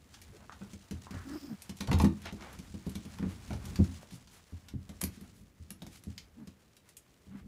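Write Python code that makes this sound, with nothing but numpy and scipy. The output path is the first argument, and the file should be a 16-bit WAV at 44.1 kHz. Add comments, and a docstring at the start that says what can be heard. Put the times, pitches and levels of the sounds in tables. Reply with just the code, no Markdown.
"""Puppies tussling on a hard floor

Small puppies scamper and tussle indoors, close to the microphone, in a small room that answers.
Paws and bodies thump the boards as damped modes; claws tick as short noise bursts; friction is clumped noise.
A bumped plastic pipe rings through broad resonances, a bit of metal chimes through a narrow one, and
short pops are damped sines. A puppy grunts softly now and then on a gliding, hoarse tone."""
import sys
import numpy as np
from scipy import signal
from scipy.fft import rfft, irfft, next_fast_len
from scipy.io import wavfile
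from scipy.ndimage import uniform_filter1d, map_coordinates

SR = 44100
rng = np.random.default_rng(int(sys.argv[2]) if len(sys.argv) > 2 else 0)


def dump(signal):
    """Clip the signal to [-1, 1] and save it as 16-bit WAV at the path in sys.argv[1]."""
    limited = np.clip(np.atleast_2d(signal).T, -1, 1)
    pcm = np.round(limited * 32767).astype(np.int16)
    wavfile.write(sys.argv[1], SR, pcm)


N = 329427  # length [samples]
RING = np.arange(SR // 2) / SR  # time since a blow [s]
TOP_HZ = 15600  # band limit

# colour of the quiet room air: (frequency [Hz], relative density [dB])
AIR_COLOUR = [(25, -4), (80, 6.5), (200, -0.5), (450, -3), (900, -16), (2000, -15.5), (5000, -27),
              (10000, -28.5), (15500, -17)]
# reverberation of the small room: (frequency [Hz], 60 dB decay time [s])
ROOM_DECAY = [(80, 0.31), (250, 0.33), (1000, 0.23), (5000, 0.17), (14000, 0.12)]
# modes of the sprung floor: (frequency [Hz], relative level [dB], 60 dB decay time [s])
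BOARD_MODES = [(60, -8, 0.19), (85.3, 11.5, 0.14), (121.5, 5.5, 0.15), (173.2, -1, 0.072),
               (195.5, 1.5, 0.13), (252.3, -5, 0.11), (287.5, -6, 0.17), (317.8, 0, 0.21),
               (388, -13.5, 0.25), (466, -10, 0.1)]

# how busy the puppies are: (time [s], drive of dragging bodies [dB], drive of scuffing paws [dB])
BUSTLE_CURVE = [(0.0, -58.5, -65), (1.0, -61, -61), (1.23, -55, -57), (1.74, -66, -60), (1.98, -50, -60),
                (2.33, -53, -59), (2.81, -55, -60), (3.18, -51.5, -56.5), (3.72, -43.5, -55),
                (4.24, -63.5, -63.5), (4.58, -73, -64), (4.72, -55.5, -67.5), (5.12, -57, -63.5),
                (5.49, -65, -70), (5.93, -57.5, -67), (6.78, -73.5, -70), (7.26, -74.5, -68.5),
                (7.47, -52, -71)]
# colour of bodies dragging: (frequency [Hz], relative density [dB])
DRAG_COLOUR = [(25, -33), (50, -1), (85, -1.5), (135, -8.5), (200, -3.5), (300, -16), (450, -23.5),
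               (900, -66)]
# colour of pads and fur rubbing: (frequency [Hz], relative density [dB])
RUB_COLOUR = [(150, -22), (400, -5.5), (700, 0), (1200, -1), (2200, -4.5), (3500, -8.5), (8000, -14)]
# colour of claws scratching: (frequency [Hz], relative density [dB])
SCRATCH_COLOUR = [(1200, -3.5), (2800, 1), (5200, 1), (7200, 1), (10500, -7.5), (12500, -20), (15000, -3)]
# lively scuffing drive; how steeply scuffing follows the bustle around it
BUSY_DB, SCUFF_GROWS = -58, 1.06
# each kind of friction against the bustle
DRAG_DB, RUB_DB, SCRATCH_DB, TIPS_DB = -1.5, -3.5, -3.5, -16
# the boards' answer to the dragging; how unevenly a body drags
RUMBLE_DB, DRAG_SWAY_DB = -4.5, 2.5

# longer slides of a paw or a toy:
# (middle time [s], nominal length [s], level [dB], centre frequency [Hz], width [octaves])
SLIDE_EVENTS = [(0.353, 0.057, -56.5, 420, 0.78), (0.426, 0.08, -61, 850, 1.5),
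                (0.522, 0.05, -55, 1260, 0.62), (1.18, 0.2, -55.5, 1370, 0.96),
                (1.331, 0.12, -56.5, 1290, 0.84), (1.4, 0.3, -61.5, 5060, 0.24),
                (1.406, 0.36, -63, 14000, 0.26), (1.892, 0.037, -42.5, 685, 1.36),
                (1.983, 0.098, -54, 800, 2.3), (2.275, 0.092, -47.5, 1890, 1.8),
                (2.475, 0.22, -53.5, 774, 2.5), (3.245, .12, -58, 895, 2.1),
                (4.148, 0.078, -57.5, 5340, 2.2), (4.347, 0.099, -60.5, 4820, 3.5),
                (5.15, .12, -61.5, 2480, 3.2), (5.385, 0.11, -64.5, 5900, 14), (5.952, 0.11, -57, 3150, 4),
                (7.363, 0.14, -65.5, 1420, 1.5)]

# soft grunts: (time [s], length [s], middle pitch [Hz], glide [octaves], relative level [dB])
GRUNT_EVENTS = [(1.25, 0.088, 274.7, 0.148, -42), (1.317, 0.067, 300, 0.077, -38),
                (1.414, 0.057, 298, 0.066, -44.5), (1.474, 0.083, 225, -0.48, -39.5),
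                (6.368, 0.088, 209, -0.3, -46), (7.301, 0.1, 195.6, -.1, -45.5)]
# share of its length at which a grunt is loudest; how much softer it starts and ends
GRUNT_CREST, GRUNT_FADE_DB = 0.58, 9

# small metal clinks: (time [s], relative level [dB], click against chime [dB], ring frequency [Hz])
CLINK_EVENTS = [(5.0097, -46, -4, 8000), (5.0139, -29, -4, 11000), (5.0374, -27.5, -4.5, 12200),
                (5.210, -54, -4.5, 11200), (5.7046, -36.5, -6, 11100), (6.037, -51, 0, 11000)]

# short pitched pops and taps: (time [s], level [dB], pitch [Hz], relative tick level [dB])
POP_EVENTS = [(0.4958, -40, 1240, -60), (1.069, -43, 1030, -70), (4.031, -46, 620, -74),
              (4.895, -47, 500, -60), (5.82, -47, 3700, -64), (5.821, -47.5, 695, -61),
              (5.866, -51.5, 790, -65), (6.179, -42, 4900, -38.5)]
POP_BODY_DB, POP_EDGE_DB = -22, -9.5  # under and over the middle of a pop's tick

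# hollow knocks on plastic: (time [s], relative level [dB], crack against hollow ring [dB])
KNOCK_EVENTS = [(0.615, -47, -13), (1.141, -43, -5.5), (1.807, -36.5, 5.5), (1.873, -43.5, 5),
                (1.913, -25.5, -10), (1.929, -31.5, 1), (1.998, -23, -8.5), (2.043, -30, -8.5),
                (2.255, -38.5, -2), (2.422, -43, -4), (3.185, -43.5, -2), (3.226, -41.5, -16),
                (3.505, -37, -8.5), (3.531, -43, 0.5), (3.791, -47, -20)]
# resonances of the plastic pipe: (frequency [Hz], bandwidth [Hz], relative level [dB])
PLASTIC_MODES = [(666, 110, 1.5), (817, 70, 2.5), (899, 97, 2.5), (1113, 160, -0.5), (1454, 140, -2.5),
                 (1870, 200, -6), (2470, 420, -11.5)]
KNOCK_FLOOR_DB = -5  # the plastic also raps the floor under it

# a claw catches on its own: (time [s], relative level [dB], brightness [dB])
TICK_EVENTS = [(0.141, -47, -4.5), (0.2163, -49, 5), (.5222, -50, -12.5), (1.6203, -44.5, 7.5),
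               (1.769, -51, 6), (1.9863, -40, 4.5), (2.0154, -41.5, 7), (2.0203, -44, 5),
               (2.045, -40.5, 5.5), (2.2185, -49.5, 4), (2.4086, -49, -11), (2.528, -53, 8),
               (2.8944, -47, 6.5), (3.6536, -45, 3.5), (3.7576, -37.5, -2.5), (3.8423, -45.5, 1),
               (4.0246, -52.5, 2), (4.1093, -49.5, -0.5), (4.273, -53, -3), (4.6847, -45.5, -1.5),
               (6.767, -53, 4), (6.89, -54, 6.5), (6.9681, -49, 10)]
# under and over the middle of a tick; brightness tips one against the other
CLAW_BODY_DB, CLAW_EDGE_DB = -9, -3.5
CLAW_SKID_DB = -4.5  # the skid after a tick, before filtering

# footsteps, pad and claws landing together: (time [s], relative pad level [dB], relative claw level [dB])
STEP_EVENTS = [(.611, -38, -67), (.733, -39.5, -48), (0.91, -33.5, -42), (1.108, -36.5, -45.5),
               (1.694, -34.5, -40.5), (1.805, -33, -43), (2.325, -33.5, -47.5), (2.589, -39.5, -46),
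               (2.741, -35.5, -53), (2.866, -28, -49), (2.954, -31.5, -39), (3.051, -38, -49.5),
               (4.892, -38.5, -47), (5.031, -28, -47), (5.213, -40.5, -60), (5.707, -42.5, -57),
               (5.821, -39.5, -46.5), (5.866, -43.5, -47), (6.473, -42, -50)]
# relative deep modes, upper slap and claw sharpness of every step
STEP_BOOM_DB, STEP_SLAP_DB, STEP_BRIGHT_DB = -14.5, -11, 0.5
STEP_TAP_DB = -24.5  # the short woody tap of a pad

# a body drops or rolls onto the floor: (time [s], relative level [dB], relative deep boom [dB])
FLOP_EVENTS = [(0.296, -60, 8), (0.934, -43.5, 1), (1.14, -37, -3.5), (1.884, -33.5, 3),
               (1.915, -19.5, -21), (1.937, -25, -3), (1.999, -25.5, -1), (2.038, -11, -21.5),
               (3.197, -31.5, -14.5), (3.226, -24.5, -20), (3.257, -31, -10), (3.505, -32, -7),
               (3.546, -44, -2), (3.79, -19, -6), (3.801, -17.5, -13.5), (4.122, -41.5, -7.5),
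               (4.524, -42.5, -2), (4.738, -32.5, -3), (5.06, -41, -6), (5.174, -43.5, -23),
               (5.6, -50.5, 3), (6.07, -34.5, -8.5), (7.268, -48.5, -7)]
FLOP_SLAP_DB = -15.5  # a furry body barely wakes the upper modes


def amp(db):
    """Decibels to gain."""
    return 10 ** (np.asarray(db) / 20)


def unit(x):
    """x at rms 1."""
    return x / np.sqrt(np.mean(x ** 2) + 1e-20)


def strength(x):
    """A blow scaled so that its loudest 4 ms have rms 1."""
    return x / np.sqrt(uniform_filter1d(x ** 2, SR // 250).max() + 1e-20)


def along(points, hz):
    """(Hz, value) points read on a log frequency axis."""
    point_hz, values = np.transpose(points)
    return np.interp(np.log(hz + 1), np.log(point_hz + 1), values)


def curves(rows):
    """One value per sample for each column after the time."""
    times, *columns = np.transpose(rows)
    return [np.interp(np.arange(N) / SR, times, column) for column in columns]


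def noise():
    """White noise as long as the scene."""
    return rng.standard_normal(N)


def wobble(rate):
    """A smooth random curve, rate knots a second."""
    knots = rng.standard_normal(int(N * rate / SR) + 4)
    return map_coordinates(knots, [np.arange(N) * rate / SR])


def filtered(x, response):
    """x shaped by a complex response of frequency."""
    size = next_fast_len(len(x) + 8192)
    spectrum = rfft(x, size) * response(np.fft.rfftfreq(size, 1 / SR))
    return irfft(spectrum, size)[:len(x)]


def coloured(x, colour):
    """x given a spectral colour, at rms 1."""
    return unit(filtered(x, lambda hz: amp(along(colour, hz))))


def band(x, lo_hz, hi_hz):
    """Causal band-pass."""
    return signal.sosfilt(signal.butter(3, [lo_hz, hi_hz], 'band', fs=SR, output='sos'), x)


def burst(t60, attack):
    """Noise that rises quickly and dies away; both times in seconds."""
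    return rng.standard_normal(len(RING)) * amp(-60 * RING / t60) * (1 - np.exp(-RING / attack))


def ring(modes, scatter_db, detune):
    """Damped modes whose strength and pitch are scattered, as by the place that is struck."""
    out = np.zeros(len(RING))
    for hz, db, t60 in modes:
        decay = amp(db + scatter_db * rng.normal() - 60 * RING / t60)
        out += decay * np.sin(2 * np.pi * hz * (1 + detune * rng.normal()) * RING)
    return out


def in_room(x, wet_db):
    """A blow with its own diffuse tail, each frequency dying at its own speed."""
    hz, t, z = signal.stft(rng.standard_normal(len(RING)), SR, nperseg=256)
    fading = z * amp(-60 * t / along(ROOM_DECAY, hz)[:, None])
    tail = signal.istft(fading, SR, nperseg=256)[1][:len(RING)]
    tail = tail * (1 - np.exp(-RING / 0.002))  # the tail builds up in about 2 ms
    return x + amp(wet_db) * signal.fftconvolve(x, tail / np.linalg.norm(tail))[:len(x)]


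def add(track, s, x):
    """Mix x into the track at time s."""
    part = track[max(round(s * SR), 0):][:len(x)]
    part += x[:len(part)]


def room_air():
    """Steady coloured noise makes the quiet air of the room."""
    return amp(-66.5) * coloured(noise(), AIR_COLOUR)


def scuff_grains(clump_db):
    """Noise whose level flutters fast and sways slowly, like clumps of tiny slips."""
    return noise() * amp(clump_db * wobble(260) + 3.1 * wobble(22.053))


def scuffs():
    """Pads, claws and fur slide over the floor in clumps of tiny slips; stray claw tips tick among them."""
    body_db, paw_db = curves(BUSTLE_CURVE)

    # dragging noise, with the boards excited along its length
    board_ring = ring(BOARD_MODES[:6], scatter_db=1, detune=0)
    rumble = unit(signal.fftconvolve(noise(), board_ring)[:N])
    drag = amp(DRAG_DB) * coloured(noise(), DRAG_COLOUR) + amp(RUMBLE_DB) * rumble
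    drag = amp(DRAG_SWAY_DB * wobble(14)) * drag

    rub = amp(RUB_DB) * coloured(scuff_grains(clump_db=1.0), RUB_COLOUR)
    scratch = amp(SCRATCH_DB) * coloured(scuff_grains(clump_db=3.5), SCRATCH_COLOUR)

    # about 30 claw tips a second, each of random strength
    tips = (rng.random(N) < 30 / SR) * amp(5 * np.minimum(rng.exponential(size=N), 2.5))
    tip_decays = signal.fftconvolve(tips, amp(-60 * RING / .012))[:N]
    tip_ticks = amp(TIPS_DB) * coloured(tip_decays * noise(), SCRATCH_COLOUR)

    scuff_gain = amp(BUSY_DB + SCUFF_GROWS * (paw_db - BUSY_DB))
    return amp(body_db) * drag + scuff_gain * (rub + scratch + tip_ticks)


def slides():
    """A slide swells and fades; its tiny slips roughen a band of noise."""
    out = np.zeros(N)
    for s, length, db, centre_hz, octaves in SLIDE_EVENTS:
        swell = np.hanning(int(1.4 * length * SR))  # the soft ends reach past the nominal length
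        slips = rng.standard_normal(len(swell)) * amp(1.9 * wobble(197)[:len(swell)])

        def bell(hz):
            return np.exp(-2 * (np.log2((hz + 1) / centre_hz) / octaves) ** 2)

        hiss = unit(filtered(slips, bell))
        add(out, s - len(swell) / SR / 2, amp(db) * swell * hiss)
    return out


def grunts():
    """Closed-mouth grunts swell, glide and fade: a hoarse tone, faint overtones and air pulsed once a cycle."""
    out = np.zeros(N)
    for s, length, hz, glide, db in GRUNT_EVENTS:
        progress = (np.arange(N) / SR - s) / length
        pitch_hz = hz * 2 ** (glide * (np.clip(progress, 0, 1) - .5))
        fade_db = np.interp(progress, [0, GRUNT_CREST, 1], [-GRUNT_FADE_DB, 0, -GRUNT_FADE_DB])
        # on only during the grunt, with about 9 ms ramps
        sounding = uniform_filter1d(1. * ((progress > 0) & (progress < 1)), size=400)

        # jittered pitch, plus random sine and cosine strength for hoarseness
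        phase = 2 * np.pi * np.cumsum(pitch_hz * (1 + .075 * wobble(160))) / SR
        hoarse = .42 * (wobble(170) * np.sin(phase) + wobble(170) * np.cos(phase))
        overtones = sum(amp(-11.5 - 5.3 * k) * np.sin(k * phase) for k in range(2, 5))
        breath = amp(-23) * unit(band(noise(), 290, 1600) * (1 + np.sin(phase)))
        voice = np.sin(phase) + hoarse + overtones + breath
        out += sounding * amp(db + fade_db) * np.sqrt(2) * voice
    return out


def clinks():
    """A small piece of metal is flicked: brief chatter with a very high, damped ring."""
    out = np.zeros(N)
    for s, db, contact_db, ring_hz in CLINK_EVENTS:
        chatter = burst(t60=.012, attack=.002)
        resonance = signal.iirpeak(ring_hz, 7, fs=SR)
        chime = strength(signal.lfilter(*resonance, chatter))
        click = strength(band(burst(t60=.012, attack=.001), 450, 8500))
        add(out, s, amp(db - 3.0) * in_room(chime + amp(contact_db) * click, wet_db=-4.0))
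    return out


def tick(body_db, edge_db):
    """A hard tip gives a sharp dry tick and a brief skid."""
    catch = burst(t60=0.0063, attack=.00012)
    skid = amp(CLAW_SKID_DB) * burst(t60=0.04, attack=0.0015)
    contact = catch + skid
    body = amp(body_db) * strength(band(contact, 600, 2000))
    middle = strength(band(contact, 2000, 7000))
    edge = amp(edge_db) * strength(band(contact, 6500, 14500))
    return amp(-4.5) * in_room(body + middle + edge, wet_db=-4.5)


def pops():
    """A pop starts with a tick and rings for only a few cycles before the room takes over."""
    out = np.zeros(N)
    for s, db, hz, tick_db in POP_EVENTS:
        tone = strength(ring([(hz, 0, .007)], scatter_db=0, detune=0))
        add(out, s, amp(db) * in_room(tone, wet_db=-6.0))
        add(out, s, amp(tick_db) * tick(POP_BODY_DB, POP_EDGE_DB))
    return out


def plastic_shell(f):
    """Response of the hollow plastic: parallel resonances of alternating sign."""
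    response = 0
    for k, (centre, width, db) in enumerate(PLASTIC_MODES):
        resonance = 1j * f * width / (centre * centre - f * f + 1j * f * width)
        response = response + (-1) ** k * amp(db) * resonance
    return response


def knocks():
    """A chattering contact rings the hollow plastic and cracks above it."""
    out = np.zeros(N)
    for s, db, crack_db in KNOCK_EVENTS:
        hollow = strength(filtered(burst(t60=0.019, attack=0.00057), plastic_shell))
        floor_rap = amp(KNOCK_FLOOR_DB) * strength(band(burst(t60=0.059, attack=0.0017), 270, 520))
        contact = burst(t60=0.024, attack=0.00053)
        crack = strength(band(contact, 2400, 6500) + amp(-9.5) * band(contact, 6000, 15000))
        knock = hollow + floor_rap + amp(crack_db) * crack
        add(out, s, amp(db - 6.5) * in_room(knock, wet_db=-2.0))
    return out


def claws():
    """Single claws catch the floor, duller or sharper by how they land."""
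    out = np.zeros(N)
    for s, db, bright_db in TICK_EVENTS:
        add(out, s, amp(db) * tick(CLAW_BODY_DB - bright_db, CLAW_EDGE_DB + bright_db))
    return out


def thump(boom_db, slap_db):
    """Something soft sets the boards ringing: weight brings out deep modes, a quick slap the upper ones."""
    groups = BOARD_MODES[:3], BOARD_MODES[3:6], BOARD_MODES[6:]
    deep, middle, upper = (ring(modes, scatter_db=1.8, detune=.03) for modes in groups)
    # the deeper the modes, the slower they are set going
    boom = amp(boom_db + 4.5) * strength(deep * (1 - np.exp(-RING / 0.013)))
    body = amp(-2.0) * strength(middle * (1 - np.exp(-RING / 0.0038)))
    bright = strength(upper * (1 - np.exp(-RING / 0.002)))
    pad = strength(band(burst(t60=0.067, attack=0.0044), 172, 467))
    slap = amp(slap_db - 1.5) * strength(bright + amp(3) * pad)
    return amp(-.5) * in_room(boom + body + slap, wet_db=-12)


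def flops():
    """A tumbling body thumps the floor with a soft slap, some landings deep, some not, without claws."""
    out = np.zeros(N)
    for s, db, boom_db in FLOP_EVENTS:
        add(out, s, amp(db) * thump(boom_db, FLOP_SLAP_DB))
    return out


def steps():
    """Each light footstep thumps the boards with its pad and ticks with its claws."""
    out = np.zeros(N)
    for s, pad_db, claw_db in STEP_EVENTS:
        add(out, s, amp(pad_db) * thump(STEP_BOOM_DB, STEP_SLAP_DB))
        tap = strength(band(burst(t60=0.044, attack=0.00082), 450, 1150))
        add(out, s, amp(pad_db + STEP_TAP_DB) * in_room(tap, wet_db=-6))
        claw = tick(CLAW_BODY_DB - STEP_BRIGHT_DB, CLAW_EDGE_DB + STEP_BRIGHT_DB)
        add(out, s, amp(claw_db) * claw)
    return out


def scene():
    """The puppies and what they bump, over the quiet air of the room."""
    friction = scuffs() + slides()
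    objects = clinks() + pops() + knocks()
    paws_and_bodies = claws() + flops() + steps()
    return (room_air() + friction + grunts() + objects + paws_and_bodies)[None]


def record(dry):
    """The microphone sheds the deepest bass and softens the very top; nothing is kept above the band limit."""
    thinned = signal.sosfilt(signal.butter(2, 36, 'high', fs=SR, output='sos'), dry)

    def treble(hz):
        softening_db = along([(11500, 0), (13000, -6.5), (15500, -6.5)], hz)
        return amp(softening_db) * (hz < TOP_HZ)

    return np.array([filtered(x, treble) for x in thinned])


dry = scene()
out = record(dry)
dump(out)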